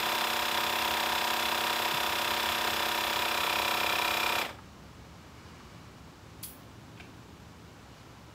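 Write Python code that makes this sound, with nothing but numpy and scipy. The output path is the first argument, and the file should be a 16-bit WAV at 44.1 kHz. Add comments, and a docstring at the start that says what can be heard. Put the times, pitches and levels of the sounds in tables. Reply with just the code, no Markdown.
"""A cordless air compressor pumps up a bicycle tyre on a patio beside a wall, then is switched off and runs down.
Each crank turn repeats a rattle of gears, a pop of the intake valve, short outlet tones and seven motor ticks.
The hose is then unscrewed: filtered noise makes the spits of air and clicks, a gliding tone the short whistle.
Hands rub the hose amid a few soft thuds. Behind, traffic rumbles under a smooth hiss and one engine drones past."""
import sys
import numpy as np
from scipy import signal
from scipy.fft import rfft, irfft, next_fast_len
from scipy.io import wavfile
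from scipy.ndimage import uniform_filter1d

SR = 44100
rng = np.random.default_rng(int(sys.argv[2]) if len(sys.argv) > 2 else 0)


def int16_out(signal):
    """Quantize to a 16-bit WAV file."""
    q = np.round(np.clip(np.atleast_2d(signal).T, -1, 1) * 32767)
    wavfile.write(sys.argv[1], SR, q.astype(np.int16))


N = 367774
T = np.arange(N) / SR  # time of each sample, in seconds
FFT_SIZE = next_fast_len(N + SR // 2)
FREQS = np.maximum(np.fft.rfftfreq(FFT_SIZE, 1 / SR), 1)
TOP_HZ = 15700  # highest pitch that the recorder keeps

# levels of the pump's parts at full speed
VALVE_DB, GEAR_DB, BRUSH_DB = -36, -34.5, -43.5
START_TURN = .229  # where in its turn the crank begins


def compressor(fade_power=3.1):
    """All parts follow the crank; their sound dies with its speed when the motor stops."""
    hz = crank_speed()
    turn = START_TURN + np.cumsum(hz) / SR
    crank_hz = np.median(hz[hz > 0])
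    pace = hz / crank_hz  # speed against the usual one
    pops = valve(turn) * undb(VALVE_DB)
    outlet_tones = outlet(turn, crank_hz, back_pressure()) * pace ** 2
    rattle = gears(turn, crank_hz) * undb(GEAR_DB)
    motor = brushes(turn) * undb(BRUSH_DB) * pace ** 2
    return (pops + outlet_tones + rattle + motor) * pace ** fade_power


# turns a second at the start, and how many are lost to the growing load by switch-off
CRANK_HZ, SAG_HZ = 32.948, .366
# the switch is released; friction then stops the crank in COAST_S
OFF_S, COAST_S = 4.405, .25


def crank_speed():
    """Turns a second: the motor sags ever faster as the tyre fills, then coasts to a stop."""
    driven = CRANK_HZ - SAG_HZ * np.minimum(T / OFF_S, 1) ** 2
    return driven * np.clip(1 - (T - OFF_S) / COAST_S, 0, 1)


# the load on the outlet (0-1) climbs from low to high around LOADED_S, over a few LOADING_S
LOW_PRESSURE, HIGH_PRESSURE, LOADED_S, LOADING_S = .33, 0.95, 3.17, 0.22


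def back_pressure():
    """Load on the outlet valve, 0-1: low at first, high once the tyre is firm."""
    firm = (1 + np.tanh((T - LOADED_S) / (2 * LOADING_S))) / 2
    return np.clip(LOW_PRESSURE + (HIGH_PRESSURE - LOW_PRESSURE) * firm, 0, 1)


# tone of the valve pop: (multiple of the crank speed, relative level [dB])
POP_HARMONICS = [(7, -9.5), (8, -25), (9, -44), (10, -6), (11, -10), (12, -9), (13, -13), (14, -13.5),
                 (15, -19.5), (16, -27), (17, -8), (18, -7), (19, -9), (20, -30.5), (21, -11.5), (22, -4),
                 (23, -5), (24, -21), (25, -13), (26, -17), (27, -3.5), (28, -3.5), (29, -0.5), (30, -4.5),
                 (31, -2.5), (32, -9.5), (33, -12.5), (34, -10.5)]
POP_TURN = .555  # where in the turn the valve pops


def valve(turn, smear=0.73, scatter_db=0.96, puff_db=-7, size=1024):
    """The intake valve pops once a turn, smeared by the housing; a puff of air rings the inlet."""
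    angle = np.arange(size) / size
    wave = 0
    for k, db in POP_HARMONICS:
        # a random shift of each harmonic, largest in the bass, smears the pop
        shift = smear * (1 + (10 / k) ** 2) * rng.standard_normal()
        wave = wave + undb(db) * np.cos(2 * np.pi * k * (angle - POP_TURN) + shift)
    pop = np.interp(turn % 1, angle, unit(wave))
    flow = stroke(turn, at=POP_TURN, rise=0.37, fall=0.064, rest=0.33)
    puff = ring(noise() * flow, [(964, 82, 0.0), (715, 350, -8.5), (413, 73, -11.5)])
    return pop * undb(scatter_db * walk(33)) + undb(puff_db) * puff


# resonances of the gearbox and casing: (pitch [Hz], width [Hz], relative level [dB])
CASING_MODES = [(1156, 82, 1), (1249, 33, 2), (1318, 145, -1), (1435, 40, 2), (1590, 160, -4),
                (1610, 30, -2.5), (1800, 154, -1.5), (2120, 230, -6.5), (2460, 420, -4), (2620, 420, -10),
                (2880, 530, -6.5), (3250, 210, -8), (3456, 320, -3.5), (3974, 260, -6.5),
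                (4550, 330, -13.5), (5110, 580, -11.5), (5870, 220, -24), (6950, 590, -18),
                (8210, 420, -16.5)]


def gears(turn, crank_hz, loose_db=-4, loose_tilt_db=2.5, scatter_db=0.65, grit_db=4.0):
    """Gear teeth strike under load: the same teeth in every turn, plus brighter chatter from their play."""
    def force(a):
        return stroke(a, at=0.209, rise=0.13, fall=0.32, rest=0.93)

    orders = np.arange(20, 200)  # multiples of the crank speed
    steady = repeating(turn, force, orders, resonances(CASING_MODES, orders * crank_hz), spread=0.1197)
    # the loose chatter gains loose_tilt_db with each octave
    bright = [(f, w, db + loose_tilt_db * np.log2(f / crank_hz)) for f, w, db in CASING_MODES]
    grit = noise() * undb(grit_db * walk(1100))
    chatter = ring(grit * (force(turn) + 0.43), bright)
    return steady * undb(scatter_db * walk(120)) + undb(loose_db) * chatter


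def repeating(turn, force, orders, gains, spread, size=4096):
    """Chatter that is alike in every turn: it follows the force and holds the given harmonics."""
    angle = np.arange(size) / size
    teeth = rng.standard_normal(size) * force(angle) ** 2
    # each group of ten harmonics leaves the casing with its own lag, in turns
    lag = spread * np.repeat(rng.uniform(-1.0035, 1, len(orders)), 10)[:len(orders)]
    phase = np.angle(rfft(teeth)[orders]) - 2 * np.pi * np.cumsum(lag)
    spectrum = np.zeros(size // 2 + 1, complex)
    spectrum[orders] = gains * np.exp(1j * phase)
    return np.interp(turn % 1, angle, unit(irfft(spectrum)))


# tones of the outlet valve and air chamber: (pitch [Hz], peak level at load 0 [dB],
# peak level at load 1 [dB], place of the peak [turns], rise [turns], fall [turns])
OUTLET_TONES = [(560, -50, -31, .59, .07, .1), (1350, -44, -26.5, .14, .08, .1),
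                (2445, -50, -25, .28, .1, .22), (2580, -48, -30, .19, .05, .07),
                (3520, -34, -44, .29, .1, .3), (3930, -48, -37, .15, .1, .2),
                (5500, -57, -44, .15, .1, .15)]


def outlet(turn, crank_hz, pressure, wobble=0.97, scatter_db=2.0):
    """Each stroke blows short tones from the outlet; the pressure sets how strongly each one speaks."""
    out = 0
    for hz, low_db, high_db, at, rise, fall in OUTLET_TONES:
        age = ((turn - at + .5) % 1 - .5) / crank_hz  # seconds from the peak
        tone = np.sin(2 * np.pi * hz * age + wobble * walk(150))
        level_db = low_db + (high_db - low_db) * pressure + scatter_db * walk(33)
        out = out + tone * stroke(turn, at, rise, fall, rest=0) * undb(level_db)
    return out


# ring of the motor's brushes: (pitch [Hz], width [Hz], relative level [dB])
BRUSH_MODES = [(5100, 3100, -1), (6770, 350, -1.5), (7590, 310, 0), (8000, 130, -12), (9270, 560, -4.5),
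               (10370, 650, -1.5), (11470, 670, -1.5), (12860, 900, -2), (14300, 770, 3.5),
               (14000, 490, -1), (14800, 940, -10)]
GEAR_RATIO = 7  # motor turns for one crank turn


def brushes(turn, scatter_db=3.0):
    """The brushes hiss and tick once per motor turn, harder at both ends of the piston's travel."""
    ticks = stroke(turn * GEAR_RATIO, at=0.94, rise=0.033, fall=0.046, rest=0)
    ticks = ticks * undb(scatter_db * walk(230))
    one_end = stroke(turn, at=0.27, rise=0.036, fall=0.2, rest=1.07)
    other_end = 0.55 * stroke(turn, at=0.66, rise=0.037, fall=0.055, rest=0)
    return ring(noise() * (1.9 + ticks) * (one_end + other_end), BRUSH_MODES)


# bursts of air at the valve: (time [s], level [dB], centre [Hz], width [Hz], rise [s], decay [s])
AIR_SPITS = [(6.4285, -39.5, 9700, 2000, .001, .003), (6.4335, -37, 3600, 3300, .0006, 0.0079),
             (6.428, -38.5, 12500, 7100, 0.0039, .025), (6.442, -43, 12000, 900, .001, 0.01),
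             (6.46, -48, 14600, 3000, .03, .033)]
# clicks of the chuck: (time [s], level [dB])
CHUCK_CLICKS = [(6.975, -52), (6.999, -40), (7.0045, -50)]
# resonances of the chuck: (pitch [Hz], width [Hz], relative level [dB])
CHUCK_MODES = [(680, 61, -3), (1560, 150, -3.5), (2250, 170, -1), (2500, 130, 4), (2730, 150, -4),
               (3340, 460, -9), (5200, 1800, -20), (11000, 5000, -36)]


def hose():
    """Trapped air spits and whistles out of the chuck, which then clicks off the valve."""
    air = 0
    for s, db, hz, width, rise, decay in AIR_SPITS:
        air = air + undb(db) * burst(T - s, rise, decay) * ring(noise(), [(hz, width, 0)])
    taps = sum(undb(db) * burst(T - s, rise=0.00044, decay=0.0072) for s, db in CHUCK_CLICKS)
    return air + whistle() + taps * ring(noise(), CHUCK_MODES)


# the whistle starts sharp, drops onto its pitch and creeps up again as it fades
WHISTLE_S, WHISTLE_DB, WHISTLE_RISE_S, WHISTLE_DECAY_S = 6.4415, -34, .004, .0045
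WHISTLE_HZ, WHISTLE_SHARP_HZ, WHISTLE_SETTLE_S, WHISTLE_CREEP_HZ_PER_S = 10250, 1800, .002, 48000


def whistle():
    """The last air sings through the closing gap for a moment."""
    age = np.maximum(T - WHISTLE_S, 0)
    sharpness = WHISTLE_SHARP_HZ * np.exp(-age / WHISTLE_SETTLE_S)
    hz = WHISTLE_HZ + sharpness + WHISTLE_CREEP_HZ_PER_S * age
    tone = np.sin(2 * np.pi * np.cumsum(np.minimum(hz, TOP_HZ)) / SR)
    return undb(WHISTLE_DB) * burst(age, WHISTLE_RISE_S, WHISTLE_DECAY_S) * tone


# the hand rubs the hose: (middle [s], half length [s], level [dB])
HAND_RUBS = [(5.57, 0.38, -59.5), (8.0, .18, -62)]
GRIP_DB = -67  # faint rustle of the hands, always there
# soft low thuds, and the last valve pop as the crank stops (4.585 s):
# (time [s], level [dB], centre [Hz], width [Hz], decay [s])
THUDS_AND_LAST_POP = [(1.935, -41, 139, 45, 0.015), (4.585, -43, 1030, 380, 0.009),
                      (5.32, -47, 65, 14, .02), (5.6, -53, 1200, 150, .02)]


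def handling(flutter_db=2.0):
    """Fingers rub the hose; short noise bursts make soft thuds and the last valve pop as the crank stops."""
    power = undb(GRIP_DB) ** 2 + sum((undb(db) * hump(s, half)) ** 2 for s, half, db in HAND_RUBS)
    skin = ring(noise(), [(1170, 730, -1.0), (2300, 240, -2), (2920, 100, 0.5), (4530, 2400, -10)])
    out = np.sqrt(power) * undb(flutter_db * walk(26)) * skin
    for s, db, hz, width, decay in THUDS_AND_LAST_POP:
        out = out + undb(db) * burst(T - s, 0.0043, decay) * ring(noise(), [(hz, width, 0)])
    return out


# tone of distant traffic and leaves: (pitch [Hz], relative level per Hz [dB])
OUTDOOR_TONE = [(25, -21), (45, -13), (68, 3.5), (120, -2), (200, -4.5), (290, -7.5), (420, -11.5),
                (700, -14), (1050, -13), (2000, -21.5), (3600, -24), (7700, -31), (8600, -36.5),
                (15500, -40)]
OUTDOORS_DB = -50.5  # rumble and hiss together
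RUMBLE_DB = -2  # rumble against hiss outside the swell
# the rumble swells once: middle, half length, rise
SWELL_S, SWELL_HALF_S, SWELL_DB = 3.7, 1.7, 3.2
# the far engine: nearest moment, time in which it loses 3 dB, level when nearest
PASS_S, PASS_HALF_S, DRONE_DB = 6.85, 0.82, -54


def outdoors(waver_db=0.5):
    """Distant traffic whose rumble swells and wavers under a smooth hiss; one engine passes far off."""
    hz, db = np.transpose(OUTDOOR_TONE)
    gain = undb(np.interp(np.log(FREQS), np.log(hz), db))
    low = 1 / (1 + (FREQS / 170) ** 2)  # share of the power that goes to the rumble
    rumble_db = RUMBLE_DB + SWELL_DB * hump(SWELL_S, SWELL_HALF_S) + waver_db * walk(11)
    rumble = colour(noise(), gain * np.sqrt(low)) * undb(rumble_db)
    hiss = colour(noise(), gain * np.sqrt(1 - low))
    distance = np.hypot(1, (T - PASS_S) / PASS_HALF_S)  # 1 when nearest
    drone = undb(DRONE_DB) / distance * ring(noise(), [(164.3, 6.2, 4), (114, 11, 3.5), (276, 94, -9)])
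    return undb(OUTDOORS_DB) * unit(rumble + hiss) + drone


def patio(x, wet_db, t60=0.34):
    """Wall, roof and paving add a short diffuse tail that loses 60 dB in t60 seconds."""
    t = T[:SR // 2]
    tail = rng.standard_normal(len(t)) * burst(t - .003, 0.0034, t60 / np.log(1000))
    return x + undb(wet_db) * signal.fftconvolve(x, tail / np.linalg.norm(tail))[:N]


def undb(db):
    """Decibels to gain."""
    return 10 ** (np.asarray(db) / 20)


def unit(x):
    """Scale to rms 1."""
    return x / np.sqrt(np.mean(x ** 2))


def noise():
    """White noise."""
    return rng.standard_normal(N)


def walk(rate):
    """Random wander around 0, mostly within 1: straight slopes between `rate` chance values a second."""
    k = int(SR / rate)
    steps = np.repeat(rng.standard_normal(N // k + 1), k)
    return 0.68 * uniform_filter1d(steps, k)[:N]


def resonances(modes, hz):
    """Gain at hz of a set of resonances with steep skirts."""
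    power = 0
    for f, width, db in modes:
        detune = (hz - f * f / hz) / (2 * width)
        power = power + undb(2 * db) / (1 + detune ** 2 * 2) ** 2
    return np.sqrt(power)


def colour(x, gain):
    """Filter by a gain for each of FREQS."""
    return irfft(rfft(x, FFT_SIZE) * gain, FFT_SIZE)[:N]


def ring(x, modes):
    """Drive a set of resonances with x; rms 1."""
    grid = FREQS[::16]  # a coarse grid is enough and saves time
    return unit(colour(x, np.interp(FREQS, grid, resonances(modes, grid))))


def burst(age, rise, decay):
    """Envelope that rises in a straight line, then dies away."""
    return np.clip(age / rise, 0, 1) * np.exp(-np.maximum(age - rise, 0) / decay)


def hump(middle, half):
    """Envelope that swells to 1 and ebbs again."""
    return np.exp(-((T - middle) / half) ** 2)


def stroke(turn, at, rise, fall, rest):
    """Force over one turn: it swells to a peak at one angle and ebbs to a steady rest."""
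    past = (turn - at + .5) % 1 - .5  # turns past the peak
    return rest + np.exp(-(past / np.where(past < 0, rise, fall)) ** 2)


def scene():
    """The pump, the hose and the hands, over the outdoor background."""
    pump = patio(compressor(), wet_db=-12)
    unscrewing = patio(hose(), wet_db=-4, t60=0.33)
    return (pump + unscrewing + handling() + outdoors())[None]


def record(dry):
    """The recorder cuts the top steeply."""
    return signal.sosfilt(signal.ellip(12, .2, 80, TOP_HZ, fs=SR, output="sos"), dry)


dry = scene()
out = record(dry)
int16_out(out)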